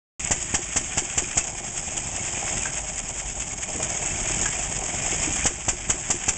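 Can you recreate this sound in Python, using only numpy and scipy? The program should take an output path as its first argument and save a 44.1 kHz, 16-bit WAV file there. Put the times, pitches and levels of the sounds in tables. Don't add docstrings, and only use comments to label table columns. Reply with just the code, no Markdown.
import sys
import numpy as np
from scipy import signal
from scipy.io import wavfile

SR = 44100
rng = np.random.default_rng(int(sys.argv[2]) if len(sys.argv) > 2 else 0)


def master(y):
    cut = np.clip(np.atleast_2d(y).T, -1, 1)
    pcm = np.round(cut * 32767)
    wavfile.write(sys.argv[1], SR, pcm.astype(np.int16))


N = 280917
TIME = np.arange(N) / SR
LIGHT_LOAD_DB = -33

# (time [s], gas push [dB], exhaust spit [dB], housing clonk [dB], extra grinding [dB])
FIRINGS = [(0.3089, -16.5, -17.5, -33, 8), (0.541, -18, -17.5, -29.5, 5), (0.7614, -20, -16.5, -33, 7.5),
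           (0.9742, -19, -17.5, -29, 9), (1.1762, -20.5, -19, -28.5, 6.5), (1.371, -19, -17.5, -36.5, 5),
           (5.4562, -15.5, -16, -30, 6), (5.6827, -18.5, -18, -29.5, 5), (5.8958, -19.5, -17, -31, 7),
           (6.1012, -19.5, -17, -28, 5.5), (6.2814, -19, -17, -45, 7.5)]
# (time [s], gears [dB], housing drone [dB], rumble [dB])
LOAD = [(.2, -29.5, -40.5, -34), (.65, -31, -44, -38.5), (1.3, -30, -41.5, -38), (1.53, -35, -40, -38.5),
        (2.1, -30.5, -40, -36), (2.52, -27, -35, -33.5), (2.88, -33.5, -40.5, -39), (3.62, -34.5, -41, -38),
        (3.78, -29.5, -37.5, -35), (4.42, -25.5, -36, -31.5), (4.6, -27.5, -40, -36),
        (4.8, -29.5, -37, -35), (5.1, -25, -35, -31), (5.43, -26, -38.5, -31.5), (5.54, -32, -42, -40),
        (5.82, -33, -42, -37.5), (6.37, -30, -39.5, -37)]
# (frequency [Hz], level [dB])
IRON_TONE = [(300, -44), (900, -15), (1400, -14.5), (2500, -14.5), (3200, -8.5), (4500, -6.5), (5900, -8.5),
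             (6550, -3), (7600, -1.5), (8300, -12)]
# (pitch [Hz], width [Hz], boost [dB])
GEAR_RINGS = [(2212, 30, 7.5), (2421, 62, 7.5), (2644, 37, 6.5), (5167, 54, 8.5), (6660, 140, 6),
              (8200, 120, 1)]


def amp(db):
    return 10 ** (np.asarray(db) / 20)


def evened(x):
    return x / np.sqrt(np.mean(x ** 2) + 1e-20)


def add(mix, s, sound):
    part = mix[round(s * SR):][:len(sound)]
    part += sound[:len(part)]


def colour(x, tone, rings=(), size=8192):
    hz = abs(np.fft.fftfreq(size, 1 / SR))
    points_hz, points_db = np.transpose(tone)
    db = np.interp(np.log(hz + 1), np.log(points_hz), points_db)
    for centre, width, boost in rings:
        db = db + boost / (1 + (2 * (hz - centre) / width) ** 2)
    spectrum = np.exp(np.conj(signal.hilbert(np.log(amp(db)))))
    response = np.fft.ifft(spectrum).real
    return signal.oaconvolve(x, response[:size // 2])[:len(x)]


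def noise(tone, rings=(), length=N):
    return evened(colour(rng.standard_normal(length), tone, rings))


def impacts(per_s, spread_db):
    strength = amp(spread_db * np.minimum(rng.exponential(1, N), 4))
    return evened(strength * rng.choice([-1, 1], N) * (rng.random(N) < per_s / SR))


def flutter(hz):
    return evened(signal.sosfilt(signal.butter(2, hz, fs=SR, output="sos"), rng.standard_normal(N)))


def fading_note(t, hz, db, fade_s):
    return amp(db - 60 * t / fade_s) * np.sin(2 * np.pi * hz * (1 + 0.014 * rng.standard_normal()) * t)


def wall_echoes(x, fade_s, echo_db):
    t = TIME[:SR // 5]
    tail = rng.standard_normal(len(t)) * amp(-60 * t / fade_s) * (t > .001)
    return x + amp(echo_db) * signal.oaconvolve(x, tail / np.linalg.norm(tail))[:N]


def crank(firing_turns=2, coast_turns=38, drag_turns_per_s2=0.59):
    fired = np.array([row[0] for row in FIRINGS])
    gaps = np.diff(fired)
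    coast = np.argmax(gaps)
    counts = np.cumsum(np.r_[0, np.where(gaps == gaps[coast], coast_turns, firing_turns)])
    times = np.r_[fired[0] - gaps[0], fired, fired[-1] + gaps[-1]]
    turns = np.interp(TIME, times, np.r_[-firing_turns, counts, counts[-1] + firing_turns])
    slowing = np.maximum((TIME - fired[coast]) * (fired[coast + 1] - TIME), 0)
    return turns + .5 * drag_turns_per_s2 * slowing, slowing > 0


def hump(turns, at_turn, width_turns):
    distance = (turns - at_turn + .5) % 1 - .5
    return np.exp(-.5 * (distance / width_turns) ** 2)


def piston_shakes(at_turn=.33, width_turns=.11, rise_db=4, between_db=-0.66):
    turns, coasting = crank()
    ends = hump(turns, at_turn, width_turns) + hump(turns, at_turn + .5, width_turns)
    return coasting * (between_db + rise_db * ends)


def housing(drone_db=-4.5, rumble_db=-4, wobble_db=1.7):
    # (frequency [Hz], level [dB])
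    panel_tone = [(120, -23), (260, -3.5), (400, 1), (500, -2), (700, 2.5), (850, 1.5), (1050, -4.5),
                  (1800, -25.5), (4000, -68)]
    frame_tone = [(8, -31.5), (25, 0.5), (50, -4), (80, -5), (115, -2.5), (170, -6), (240, -10), (400, -20),
                  (1500, -59)]
    # (pitch [Hz], width [Hz], boost [dB])
    panel_rings = [(300, 7.7, 4.9), (356.6, 15, 9.2), (616.3, 31, 7.2), (694, 36, 2.9), (756, 43, 3.5),
                   (797, 34, 4.6)]
    # (time [s], level [dB])
    boom_levels = [(.2, -47.5), (2.2, -51), (3.05, -44.5), (3.4, -35), (3.6, -51), (4.0, -48), (4.6, -40.5),
                   (5.5, -40.5), (6.37, -52)]
    s, _, panel_db, frame_db = np.transpose(LOAD)
    drone = evened(colour(impacts(per_s=900, spread_db=1.0), panel_tone, panel_rings))
    drone *= amp(np.interp(TIME, s, panel_db) + piston_shakes() + drone_db + wobble_db * flutter(25))
    rumble = evened(colour(impacts(per_s=300, spread_db=2.5), frame_tone))
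    rumble *= amp(np.interp(TIME, s, frame_db) + rumble_db)
    boom = noise([(15, -28), (40, -6), (53, 2), (66, -11.5), (130, -36.5), (1000, -82.5)])
    boom *= amp(np.interp(TIME, *np.transpose(boom_levels)))
    return drone + rumble + boom


def knocks(rise_s=0.0034):
    # (time [s], pitch [Hz], level [dB], fade [s], share of noise [0-1])
    blows = [(2.476, 2230, -24.5, 0.061, 0.8), (2.654, 1560, -21.5, 0.042, 0.5),
             (3.745, 334, -33.5, 0.16, 0.97), (3.797, 616, -26.5, 0.076, 0.94),
             (3.822, 140, -25, .05, 0.94), (4.022, 674, -28.5, 0.041, 0.87),
             (4.248, 632, -30.5, 0.076, 0.2), (4.399, 242, -24, 0.03, 0.64), (4.429, 95, -24.5, .09, 0.4),
             (4.456, 1652, -21.5, 0.046, 0.63), (4.585, 712, -28, 0.055, .4), (5.125, 367, -25.5, 0.065, 1),
             (5.272, 305, -22, 0.087, 0.25), (5.287, 73.5, -22, 0.074, 0.75)]
    latch_clinks = [(s, 2260, -30, .01, .5) for s, *_ in FIRINGS]
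    t, out = TIME[:SR // 5], np.zeros(N)
    for s, hz, db, fade_s, noisy in blows + latch_clinks:
        clatter = noise([(hz / 2, -7), (hz, 0), (hz * 2, -14), (hz * 10, -60)], length=len(t))
        ring = np.sin(2 * np.pi * hz * t)
        body = np.sqrt(noisy) * clatter + np.sqrt(2 * (1 - noisy)) * ring
        add(out, s, amp(db - 60 * t / fade_s) * np.minimum(t / rise_s, 1) * body)
    return wall_echoes(out, fade_s=0.28, echo_db=-3.5)


def ticks(rise_s=0.00043, igniter_lead_s=0.012):
    # (time [s], level [dB], fade [s])
    clicks = [(.197, -28, 0.018), (0.248, -13.5, 0.011), (.273, -22, 0.017), (0.426, -22.5, 0.037),
              (1.776, -23, 0.031), (1.977, -18.5, 0.028), (2.163, -22, .04), (3.828, -17, .035),
              (3.9012, -20, 0.028), (4.2945, -20.5, 0.028), (4.4126, -18.5, 0.062), (4.457, -20, 0.088),
              (4.765, -19.5, .025), (5.441, -23, 0.049)]
    igniter = [(s - igniter_lead_s, -30, .045) for s, *_ in FIRINGS]
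    t, level = TIME[:SR // 10], np.zeros(N)
    for s, db, fade_s in clicks + igniter:
        add(level, s, amp(db - 60 * t / fade_s) * np.minimum(t / rise_s, 1))
    return level * noise(IRON_TONE, GEAR_RINGS)


def cam_scrape(at_turn=0.29, width_turns=0.093):
    turns, coasting = crank()
    return coasting * hump(turns / 2, at_turn / 2, width_turns / 2)


def gear_surges(load_db, at_turn=0.21, width_turns=.16, height=7):
    turns, coasting = crank()
    cam = 1.3 * np.cos(np.pi * (turns - at_turn))
    strong = hump(turns, at_turn, width_turns) * (height + cam)
    weak = hump(turns, at_turn + 0.61, width_turns / 2) * height * .45
    looseness = np.exp(-0.22 * np.maximum(load_db - LIGHT_LOAD_DB, 0))
    return (strong + weak) * looseness * np.where(coasting, 1, 0.33) - 1


def gear_taps(effort, detune=.003):
    t, out = TIME[:SR // 8], np.zeros(N)
    for hz, width, boost_db in GEAR_RINGS:
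        pitch = hz * (1 + detune * rng.standard_normal())
        ring = np.exp(-np.pi * width * t) * np.sin(2 * np.pi * pitch * t)
        blows = effort * impacts(per_s=22, spread_db=3)
        out += amp(0.79 * boost_db) * signal.oaconvolve(blows, ring / np.linalg.norm(ring))[:N]
    return out / len(GEAR_RINGS)


def gears(rattle_db=-4, clicks_db=-8, grind_db=-13, taps_db=-13, squeeze_lead_s=0.044, squeeze_s=0.019):
    # (frequency [Hz], level [dB])
    grind_tone = [(300, -30), (900, -10), (1400, -6), (2000, -0.5), (2500, -3.5), (3200, -3), (4000, -10),
                  (6000, -32)]
    s, gear_db, _, _ = np.transpose(LOAD)
    load_db = np.interp(TIME, s, gear_db)
    effort = amp(load_db + gear_surges(load_db) + 1.77 * flutter(70))
    teeth = impacts(per_s=2500, spread_db=0.5) + 0.44 * rng.standard_normal(N)
    rattle = evened(colour(teeth, IRON_TONE, GEAR_RINGS)) * amp(rattle_db + 0.6 * flutter(150))
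    click_tone = [(3000, -29.5), (5800, -12.5), (6600, -2), (7700, -3), (8500, -5.5)]
    clicks = evened(colour(impacts(per_s=150, spread_db=2.5), click_tone)) * amp(clicks_db)
    squeeze_db = sum(rise_db * np.exp(-.5 * ((TIME - at + squeeze_lead_s) / squeeze_s) ** 2)
                     for at, *_, rise_db in FIRINGS)
    grind = evened(colour(impacts(per_s=4500, spread_db=2), grind_tone, GEAR_RINGS))
    grind *= amp(grind_db + squeeze_db + 2.5 * cam_scrape() + 0.19 * (load_db - LIGHT_LOAD_DB))
    return (rattle + clicks + grind) * effort + amp(taps_db) * gear_taps(effort)


def exhaust_spit(peak_s=0.0076, tail_db=-13, tail_fade_s=0.36, rough_db=2.0, bark_s=0.0037, bark_db=-10):
    # (frequency [Hz], level [dB])
    hiss_tone = [(100, -15.5), (400, -18.5), (800, -11.5), (1200, -9), (2200, -6.5), (3200, -6.5),
                 (4700, -4), (5900, -3.5), (6700, 1), (7400, 0.5), (8300, -8)]
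    # (pitch [Hz], width [Hz], boost [dB])
    outlet_rings = [(760, 90, 5), (2080, 120, 3), (2650, 90, 4), (3010, 90, 3), (4620, 150, 3),
                    (5750, 90, 4), (7340, 160, 4)]
    bark_tone = [(150, -12.5), (500, 2), (800, -0.5), (1100, -5), (2000, -1.5), (3200, -16),
                 (6000, -18.5)]
    t, hiss_level, bark_level = TIME[:SR // 4], np.zeros(N), np.zeros(N)
    jet = (t / peak_s * np.exp(1 - t / peak_s)) ** 1.23
    tail = amp(tail_db - 60 * t / tail_fade_s) * np.minimum(t / peak_s, 1)
    for s, push_db, spit_db, _, _ in FIRINGS:
        add(hiss_level, s, amp(spit_db) * np.hypot(jet, tail))
        add(bark_level, s, amp(push_db + bark_db) * t / bark_s * np.exp(1 - t / bark_s))
    ragged = amp(rough_db * np.tanh(flutter(600)))
    hiss = hiss_level * evened(colour(rng.standard_normal(N), hiss_tone, outlet_rings) * ragged)
    bark = bark_level * noise(bark_tone, outlet_rings)
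    return hiss + wall_echoes(bark, fade_s=.18, echo_db=-2.0)


def engine_pops(peak_s=0.0007, width_s=0.00085, clonk_rise_s=0.0021, stroke_turns=.45):
    # (delay [s], half width [s], share of the push [ratio])
    backwash = [(.0055, .003, -.2), (.0117, 0.0016, 0.31), (.0152, .0017, .42), (.0275, .002, -.15),
                (.034, .016, -.11)]
    # (delay [s], pitch [Hz], level [dB], fade [s])
    pipe_notes = [(0, 734.6, -1, 0.016), (.004, 850, -16, .09), (.004, 880, -28.5, 0.078),
                  (.005, 280, -34.5, 0.03)]
    # (pitch [Hz], level [dB], fade [s])
    clonk_notes = [(151, -10, 0.081), (297, -3, 0.064), (354, -2, 0.14), (407, -5.5, 0.035),
                   (616, -7, 0.039)]
    t, out = TIME[:SR // 3], np.zeros(N)
    turns, _ = crank()
    for s, push_db, _, clonk_db, _ in FIRINGS:
        pop = np.exp(-((t - peak_s) / width_s) ** 2)
        for delay, half_width, share in backwash:
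            pop += share * np.exp(-((t - delay) / half_width) ** 2)
        for delay, hz, db, fade_s in pipe_notes:
            add(pop, delay, fading_note(t, hz, db, fade_s))
        add(out, s, amp(push_db) * pop)
        clonk = sum(fading_note(t, *row) for row in clonk_notes) * np.minimum(t / clonk_rise_s, 1)
        stroke_end_s = np.interp(turns[round(s * SR)] + stroke_turns, turns, TIME)
        add(out, stroke_end_s, amp(clonk_db) * clonk)
    return out


def scene():
    return np.tile(gears() + housing() + engine_pops() + exhaust_spit() + ticks() + knocks(), (2, 1))


def record(dry, start_s=.1955, ceiling=0.51, top_hz=9100):
    # (frequency [Hz], level [dB])
    microphone_tone = [(3200, 0.5), (3800, -10.5), (4070, -18), (4190, -36.5), (4320, -14), (4600, -9.5),
                       (5500, -1.5), (6200, 2), (8100, 6.5), (8500, -2), (8800, -13), (9050, -31.5)]
    sound = dry.mean(0) * (TIME >= start_s)
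    sound = sound / np.sqrt(np.hypot(1, (sound / ceiling) ** 2))
    low_pass = signal.firwin(511, top_hz, window=("kaiser", 9), fs=SR)
    return np.tile(signal.oaconvolve(colour(sound, microphone_tone), low_pass, "same"), (2, 1))


dry = scene()
out = record(dry)
master(out)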